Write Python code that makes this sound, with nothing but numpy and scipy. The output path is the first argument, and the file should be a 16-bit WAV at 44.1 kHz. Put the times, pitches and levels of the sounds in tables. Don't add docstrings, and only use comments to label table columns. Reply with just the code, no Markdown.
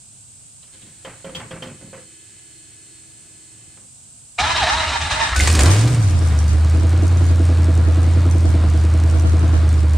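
import sys
import numpy as np
from scipy import signal
from scipy.fft import rfft, irfft
from scipy.io import wavfile
from scipy.ndimage import uniform_filter1d

SR = 44100
rng = np.random.default_rng(int(sys.argv[2]) if len(sys.argv) > 2 else 0)


def wav_record(signal):
    frames = np.transpose(np.atleast_2d(signal))
    bounded = np.clip(frames, -1, 1)
    quanta = np.round(bounded * 32767).astype(np.int16)
    wavfile.write(sys.argv[1], SR, quanta)


def to_linear_factor(level_db):
    exponent = np.asarray(level_db, float) / 20
    return 10 ** exponent


N = 439677
T = np.arange(N) / SR
HZ = np.fft.rfftfreq(N, 1 / SR)


def across(table):
    hz, value = np.transpose(table)
    return np.interp(np.log(HZ + 1), np.log(hz), value)


def along(table):
    s, *columns = np.transpose(table)
    return [np.interp(T, s, c) for c in columns]


def unit(x, span=(0, 10)):
    return x / np.std(x[int(span[0] * SR):int(span[1] * SR)])


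def hiss():
    return rng.standard_normal(N)


def noise(spectrum):
    return unit(irfft(rfft(hiss()) * to_linear_factor(across(spectrum)), N))


def ring(x, hz, width_hz):
    return signal.lfilter(*signal.iirpeak(hz, hz / width_hz, fs=SR), x)


def fade(x, t60):
    return signal.lfilter([1], [1, -np.exp(-np.log(1000) / (t60 * SR))], x)


def walk(rate):
    k = int(SR / rate)
    steps = np.repeat(rng.standard_normal(N // k + 1), k)
    return unit(uniform_filter1d(uniform_filter1d(steps, k), k)[:N])


def strokes(turns, size):
    stroke = turns.astype(int)
    return np.diff(stroke, prepend=stroke[0]) * size[stroke]


def gate(t0, t1, edge=0.0056):
    return np.clip(np.minimum(T - t0, t1 - T) / edge, 0, 1)


def bursts(table, rise, t60):
    out = np.zeros(N)
    for s, db in table:
        age = np.maximum(T - s, 0)
        out += np.minimum(age / rise, 1) * to_linear_factor(db - 60 * age / t60)
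    return out


# (frequency [Hz], level [dB per Hz])
RUMBLE = [(12, -66), (20, -25), (124, 0.5), (175, -11), (290, -14), (347, -21.5), (566, -22.5), (702, -20),
          (826, -22.5), (1500, -28.5), (1950, -63), (3300, -120)]
# (frequency [Hz], level [dB per Hz])
HISS = [(880, -66), (1500, -24.5), (1920, -29), (2590, -21.5), (3480, -21.5), (4850, -19.5), (5300, -17.5),
        (5680, -20), (8080, -3.5), (8650, -5), (10700, -29), (15600, -39.5)]
# (frequency [Hz], likeness [0-1])
AIR_ALIKE = [(60, 1), (200, 0.58), (400, 0), (3000, 0.43), (8000, 0)]


def air():
    alike = np.clip(across(AIR_ALIKE), 0, 1)
    swell_db = 1.4
    both = []
    for _ in range(2):
        rumble = to_linear_factor(-56 + swell_db * walk(5.91)) * noise(RUMBLE)
        both.append(rumble + to_linear_factor(-46.5) * noise(HISS))
    mid = irfft(rfft(both[0]) * np.sqrt(1 + alike), N)
    side = irfft(rfft(both[1]) * np.sqrt(1 - alike), N)
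    return to_linear_factor(-1.5) * np.array([(mid + side) * to_linear_factor(-0.45), (mid - side) * to_linear_factor(1.15)])


# (frequency [Hz], level [dB])
PUMP_LINES = [(317.6, -63), (339.1, -68), (409.1, -70), (1707, -70.5), (2051, -71.5), (2562, -69),
              (2902, -72), (3074, -69), (4274, -65.5)]
# (frequency [Hz], level [dB per Hz])
PUMP_WHIRR = [(200, -5), (330, 4.5), (450, -7.5), (900, -16), (1700, -6), (2800, -6), (4300, -4),
              (6000, -27)]


def pump():
    on_s, off_s, sag_db_per_s = 0.74, 3.82, 1.5
    lines = np.zeros(N)
    for hz, db in PUMP_LINES:
        lines += to_linear_factor(db + 1.5 * walk(12)) * np.sin(2 * np.pi * (hz * T + .025 * walk(8)))
    level = to_linear_factor(-54.5 - sag_db_per_s * (T - on_s)) * gate(on_s, off_s, edge=0.075)
    level += bursts([(0.72, -43)], 0.022, 0.23)
    whirr = to_linear_factor(-1) * noise(PUMP_WHIRR) * to_linear_factor(1.2 * walk(30))
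    return level * (np.interp(T, [.8, 2.0], [.25, 1]) * unit(lines) + whirr)


# (time [s], rattle level [dB], thud level [dB], ring level [dB], clank level [dB])
CLUNKS = [(0.628, -52, -70, -72, -43.5), (0.743, -56, -60, -56, -56), (0.819, -60, -44.5, -60, -44),
          (1.048, -25, -40.5, -33.5, -33.5), (1.245, -29.5, -33, -28, -36.5),
          (1.349, -26.5, -32, -35, -24.5), (1.509, -27.5, -31, -30.5, -34),
          (1.623, -29, -29.5, -30.5, -28.5), (1.811, -47, -37, -44, -60), (1.93, -35, -41, -33, -48),
          (3.768, -45.5, -47, -55, -55)]
# (frequency [Hz], time to fall 60 dB [s], level [dB])
LEVER = [
    (525, 0.28, -2.5),
    (451, 0.16, -14),
    (656, 0.17, -11.5),
]


def clunks():
    thud = unit(ring(ring(hiss(), 115, 113), 175, 250))
    rattle = noise([(300, -6.5), (600, -4), (1300, -3.0), (2000, -6), (2800, -10), (5000, -52)])
    clank = noise([(1800, -12), (2500, -2.5), (3150, 6), (3800, -3.5), (5500, -7.5), (9000, -24)])
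    grain = to_linear_factor(2.3 * walk(150))
    rebound_s, rebound_db = 0.046, (-6.5, -11, -7.5, -15)
    rebounds = [(s + rebound_s, *np.add((c, th, r, c), rebound_db)) for s, _, th, r, c in CLUNKS]
    out = np.zeros(N)
    for s, rattle_db, thud_db, ring_db, clank_db in CLUNKS + rebounds:
        at = slice(int(s * SR), int((s + .5) * SR))
        age = T[at] - T[at][0]
        blow = np.minimum(age / .003, 1) * to_linear_factor(-60 * age / 0.31)
        out[at] += blow * to_linear_factor(rattle_db - 8.5) * rattle[at] * grain[at]
        out[at] += blow * to_linear_factor(clank_db - 7.0 - 210 * age) * clank[at]
        ping_hz = (3170 if s > 1 else 3950) * (1 + 0.015 * rng.standard_normal())
        out[at] += to_linear_factor(clank_db - 1.5 - 60 * age / 0.05) * np.sin(2 * np.pi * age * ping_hz)
        for hz, t60, db in LEVER:
            tone_hz = hz * (1 + 0.027 * rng.standard_normal())
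            out[at] += to_linear_factor(ring_db + db - 60 * age / t60) * np.sin(2 * np.pi * tone_hz * age)
        slow = np.minimum(age / 0.02, 1) * to_linear_factor(-60 * age / 0.45)
        out[at] += to_linear_factor(thud_db - 2.5) * slow * thud[at]
    return out


# (time [s], peak level [dB], ring frequency [Hz], time to fall 60 dB [s])
PINION = [
    (4.388, -18, 1240, 0.15),
    (4.388, -14.5, 2260, .06),
    (5.4, -8, 2100, 0.045),
    (5.358, -21, 1500, 0.34),
    (5.357, -22, 1760, 0.094),
]


def pinion():
    out = np.zeros(N)
    for s, db, hz, t60 in PINION:
        age = np.maximum(T - s, 0)
        out += to_linear_factor(db - 60 * age / t60) * np.sin(2 * np.pi * hz * age)
    return out


# (time [s], gear tooth rate [Hz], level [dB])
STARTER = [(4.378, 678, -24.5), (4.498, 999.5, -20.5), (4.578, 1010, -24), (4.646, 676.5, -20),
           (4.778, 979.5, -21), (4.92, 999, -25), (5.03, 851, -26), (5.23, 916.4, -23), (5.37, 1105, -28.5)]
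# (frequency [Hz], width [Hz], level [dB])
HOUSING = [(274, 18, -15.5), (643.6, 24, 1.5), (823, 44, -2.5), (898, 44, 0.5), (1050, 24, -13),
           (1290, 62, 2.5), (1360, 17, -7), (1725, 84, 0), (1797, 72, -0.5), (2056, 55, 1), (2430, 24, -6),
           (2636, 36, -7.5), (2837, 50, -6.5), (3160, 80, -4), (3720, 52, -6), (3870, 120, -2.5),
           (5570, 90, -17)]
# (frequency [Hz], level [dB per Hz])
GRIND = [(94, -49), (160, -13), (268, -11.5), (545, -17.5), (648, -8), (1150, -2), (1320, -3.5),
         (3360, -13.5), (3770, -9), (8430, -31), (15600, -75)]
# (time [s], peak level [dB])
LASH = [
    (4.38, -7),
    (4.5051, -21),
    (4.5585, -9.5),
    (4.7326, -15),
    (4.8713, -18),
    (5.006, -11.5),
    (5.1, -12),
    (5.1909, -19),
]


def starter():
    tooth_hz, housing_db = along(STARTER)
    for s, _ in LASH[1:]:
        housing_db = housing_db - 4 * gate(s - .03, s, edge=.012)
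    teeth = np.cumsum(tooth_hz * (1 + .03 * walk(60))) / SR
    count = int(teeth[-1]) + 2
    bite = np.resize([2.2, .5, .3], count)
    blows = strokes(teeth, rng.standard_normal(count) * 2.04 + bite)
    chatter = to_linear_factor(1.5 * walk(70))
    low, high = np.zeros(N), np.zeros(N)
    for hz, width, db in HOUSING:
        mode = to_linear_factor(db + 2.8 * walk(22)) * unit(ring(ring(blows, hz, width), hz, 6 * width))
        if hz > 2200:
            high += mode
        else:
            low += mode
    whine = np.zeros(N)
    for k, db in enumerate([-3, -15, -19, -19], 1):
        whine += to_linear_factor(db) * walk(35) * np.sin(2 * np.pi * k * teeth)
    whine *= np.interp(T, [4.66, 4.85], [1.3, .5])
    lash = bursts(LASH, .018, 0.14)
    grind = unit(low) * chatter + whine + to_linear_factor(-1) * noise(GRIND) * chatter
    grind *= to_linear_factor(housing_db - 2) * (1 + to_linear_factor(3) * lash)
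    rasp = noise([(1500, -15), (2600, 7.0), (4000, 1), (6000, -1.0), (9000, -10), (11000, -29), (15000, -42)])
    rasp = (to_linear_factor(housing_db - 7) + to_linear_factor(-11.5) * lash) * chatter * (rasp + to_linear_factor(-0.5) * unit(high))
    breath = to_linear_factor(-34.5) + to_linear_factor(-15.5) * bursts(LASH, 0.037, 0.37)
    breath = breath * unit(ring(ring(hiss(), 75, 36), 70, 54))
    return (grind + rasp + breath) * gate(4.378, 5.37, edge=0.018) + pinion()


def boom(firings, rough, bank):
    count = len(bank)
    swing_db = rough * np.interp(firings, np.arange(count), 0.66 * rng.standard_normal(count))
    late = rough * np.interp(firings, np.arange(count), 0.018 * rng.standard_normal(count))
    lump_db = 0.9 * np.cos(np.pi / 4 * (firings - 7.2))
    swing = np.sqrt(2) * to_linear_factor(swing_db + lump_db) * np.cos(2 * np.pi * (firings + late))
    pushes = strokes(firings + 0.087, bank + .5 * rng.standard_normal(count))
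    lope = unit(ring(ring(pushes, 109.6, 45), 105, 130)) * rough
    return swing + to_linear_factor(-15.0) * lope


# (frequency [Hz], width [Hz], level [dB])
PIPES = [(190, 45, -4.5), (272, 22, -5.5), (303, 20, -2), (335, 30, -12), (295, 55, -4), (485, 26, -10.5),
         (650, 22, -9.5)]


def pipe_knocks(firings, knock_db):
    count = len(knock_db)
    settle = np.interp(np.arange(count), np.interp([6.2, 6.7], T, firings), [.25, 1])
    size = settle * to_linear_factor(knock_db + rng.standard_normal(count)) + .19 * rng.standard_normal(count)
    knocks = strokes(firings - .47, size)
    pipes = np.zeros(N)
    for hz, width, db in PIPES:
        pipes += to_linear_factor(db) * unit(ring(ring(knocks, hz, width), hz, 2 * width))
    roar = unit(ring(ring(hiss(), 260, 260), 260, 400))
    return unit(pipes) + to_linear_factor(np.interp(T, [5.75, 6.0], [0, -9])) * roar


# (frequency [Hz], level [dB per Hz])
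GAS = [(220, 2), (380, -5.5), (588, -2), (645, -0.5), (853, -6.5), (1270, -4), (1910, -12.5), (3500, -18),
       (4550, -18), (7700, -120)]


def exhaust_gas(firings, puff_db):
    puffs = fade(strokes(firings - .2, to_linear_factor(puff_db + 2.0 * rng.standard_normal(len(puff_db)))), 0.019)
    return noise(GAS) * (1.55 + puffs) * to_linear_factor(1.06 * walk(9))


# (frequency [Hz], level [dB per Hz])
VALVES = [(1290, -5.5), (2200, -2.5), (4170, -6.5), (4670, -3), (5070, -6.5), (6270, -9), (8770, -8),
          (11600, -25.5), (14500, -33), (15600, -36)]
# (frequency [Hz], level [dB per Hz])
TICK = [(3500, -31), (5500, 1.5), (7500, 0.5), (9000, 0), (10500, -13.5), (13000, -17.5), (15500, -28)]


def valve_ticks(firings, tick_db):
    ticks = fade(strokes(firings - .14, to_linear_factor(tick_db + 3.8 * rng.standard_normal(len(tick_db)))), .016)
    ticks = uniform_filter1d(ticks, size=50)
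    return noise(VALVES) * to_linear_factor(walk(14)) + to_linear_factor(7) * noise(TICK) * ticks


# (time [s], peak level [dB])
SPITS = [(5.3463, -20.5), (5.361, -9), (5.404, -7.5), (5.473, -4), (5.499, -9.5), (5.55, -6.5), (5.591, -4),
         (5.606, -9), (5.657, -8), (5.6811, -21), (5.7125, -12), (5.732, -24), (5.7614, -16), (5.7903, -21),
         (5.809, -16.5), (5.875, -17), (5.8996, -30), (5.947, -21)]


def spits():
    colour = [(200, -22), (500, -4.0), (1500, 0.0), (4000, -3), (8500, -2.5), (10500, -17.5), (15500, -27)]
    return to_linear_factor(-6.5) * bursts(SPITS, 0.0016, 0.049) * noise(colour)


# (bank [+1 near, -1 far], pipe knock level [dB], gas level [dB], valve tick level [dB])
CYLINDERS = [(1, -20, 0, -4), (-1, -24, 0, -3), (1, -24, -1, 1), (-1, -24, -1, -3), (-1, -24, 1, -7),
             (1, 0, 3, -2), (-1, -14, 1, -7), (1, -24, 0, -8)]
# (time [s], firing rate [firings per s])
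SPEED = [(5.36, 63.69), (5.545, 83.9), (5.61, 66.06), (5.705, 95.34), (5.915, 125.35), (6.015, 107.43),
         (6.115, 86.55), (6.275, 83.36), (6.33, 75.72), (6.675, 79.11), (7.065, 87.48), (7.435, 84.38),
         (7.85, 82.29), (8.22, 85.89), (8.775, 79.22), (9.06, 81.22), (9.465, 81.66), (9.97, 76.26)]
# (time [s], boom level [dB], throttle [0-1], unevenness of the burns [ratio])
LOAD = [(5.305, -34, 0.03, 1.1), (5.327, -16, .05, 1), (5.35, -29, .05, 1.1), (5.385, -10.5, 0.1, 1),
        (5.405, -23, 0.2, 1.2), (5.425, -9, 0.2, 1.1), (5.45, -18, 0.2, 1.1), (5.51, -11, 0.17, 1.1),
        (5.56, -13, 0.65, 1.6), (5.62, -12, 0.9, 1.5), (5.665, -8.5, 1, 1.34), (5.75, -11.5, 0.64, 0.81),
        (5.97, -16.5, 0.36, 2.6), (6.04, -12.5, 0.13, 1.54), (6.34, -13.5, 0.12, 1.34),
        (6.6, -12, 0.04, 1.04)]


def engine():
    boom_db, throttle, rough = along(LOAD)
    speed = along(SPEED)[0]
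    firings = np.cumsum(speed) / SR + 7.602
    count = int(firings[-1]) + 3
    bank, knock_db, puff_db, tick_db = np.resize(np.array(CYLINDERS, float), (count, 4)).T

    idle_hz, knock_hz, shut_db = 83, 81, -3.5
    shut = np.clip(1 - (T - 6.39) / 0.57, 0, 1)
    sag_hz = np.minimum(speed - knock_hz, 0) * (1 - shut)
    pipe_db = -28 + 12.5 * throttle + 1.85 * sag_hz + 1.47 * shut_db * shut
    gas_db = -33.5 + 16.5 * throttle + 0.02 * (speed - idle_hz) * (1 - shut) + shut_db * shut
    oiled = np.maximum(T - 5.72, 0)
    valve_db = -42 + 12.5 * np.exp(-oiled / 0.2) + 4.5 * np.exp(-oiled / 1.5)

    idle = 6.5, 9.9
    layers = to_linear_factor(pipe_db) * unit(pipe_knocks(firings, knock_db), idle)
    layers += to_linear_factor(gas_db) * unit(exhaust_gas(firings, puff_db), idle)
    layers += to_linear_factor(valve_db) * unit(valve_ticks(firings, tick_db), idle)
    thump = to_linear_factor(boom_db) * boom(firings, rough, bank) * gate(5.3, 11)
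    return thump + layers * gate(5.345, 11, edge=0.025) + spits()


# (frequency [Hz], side minus mid level [dB])
YARD_SIDE = [(60, -18), (110, -18), (200, -20), (380, -17), (700, -7), (1290, -6), (2380, -7), (4400, -7),
             (8120, -1), (15000, 0)]
# (frequency [Hz], left minus right level [dB])
YARD_BALANCE = [(60, -0.5), (110, -0.5), (200, -1.0), (380, -1.5), (700, -3.5), (1290, -0.5), (2380, -0.5),
                (4400, 0.0), (8120, 0.0), (15000, -1.5)]


def yard(x):
    age = T[:int(.25 * SR)]
    tails = rng.standard_normal((2, len(age))) * to_linear_factor(-60 * age / 0.17)
    wet, apart = rfft(tails / np.linalg.norm(tails, axis=1, keepdims=True), N)
    treble = HZ ** 2 / (HZ ** 2 + 700 ** 2)
    mid = rfft(x) * (1 + to_linear_factor(-9) * treble * wet)
    shifting = rfft(x * walk(40)) * apart * to_linear_factor(across(YARD_SIDE))
    side = shifting + mid * np.tanh(across(YARD_BALANCE) * np.log(10) / 40)
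    return irfft(np.array([mid + side, mid - side]), N)


def scene():
    duck_db = np.interp(T, [4.38, 4.45, 5.3, 5.5], [0.5, 3, 8.5, -37])
    background = air() * to_linear_factor(duck_db)
    running = yard(engine() + starter()) * gate(4.36, 11)
    return background + yard(pump() + clunks()) + running


def low_pass(x):
    return signal.sosfilt(signal.butter(12, 15710, fs=SR, output="sos"), x)


def record(dry):
    top = signal.ellip(8, .2, 60, 15600, fs=SR, output="sos")
    rounded = np.tanh(0.59 * dry) / 0.62
    return low_pass(signal.sosfilt(top, rounded))


dry = scene()
out = record(dry)
wav_record(out)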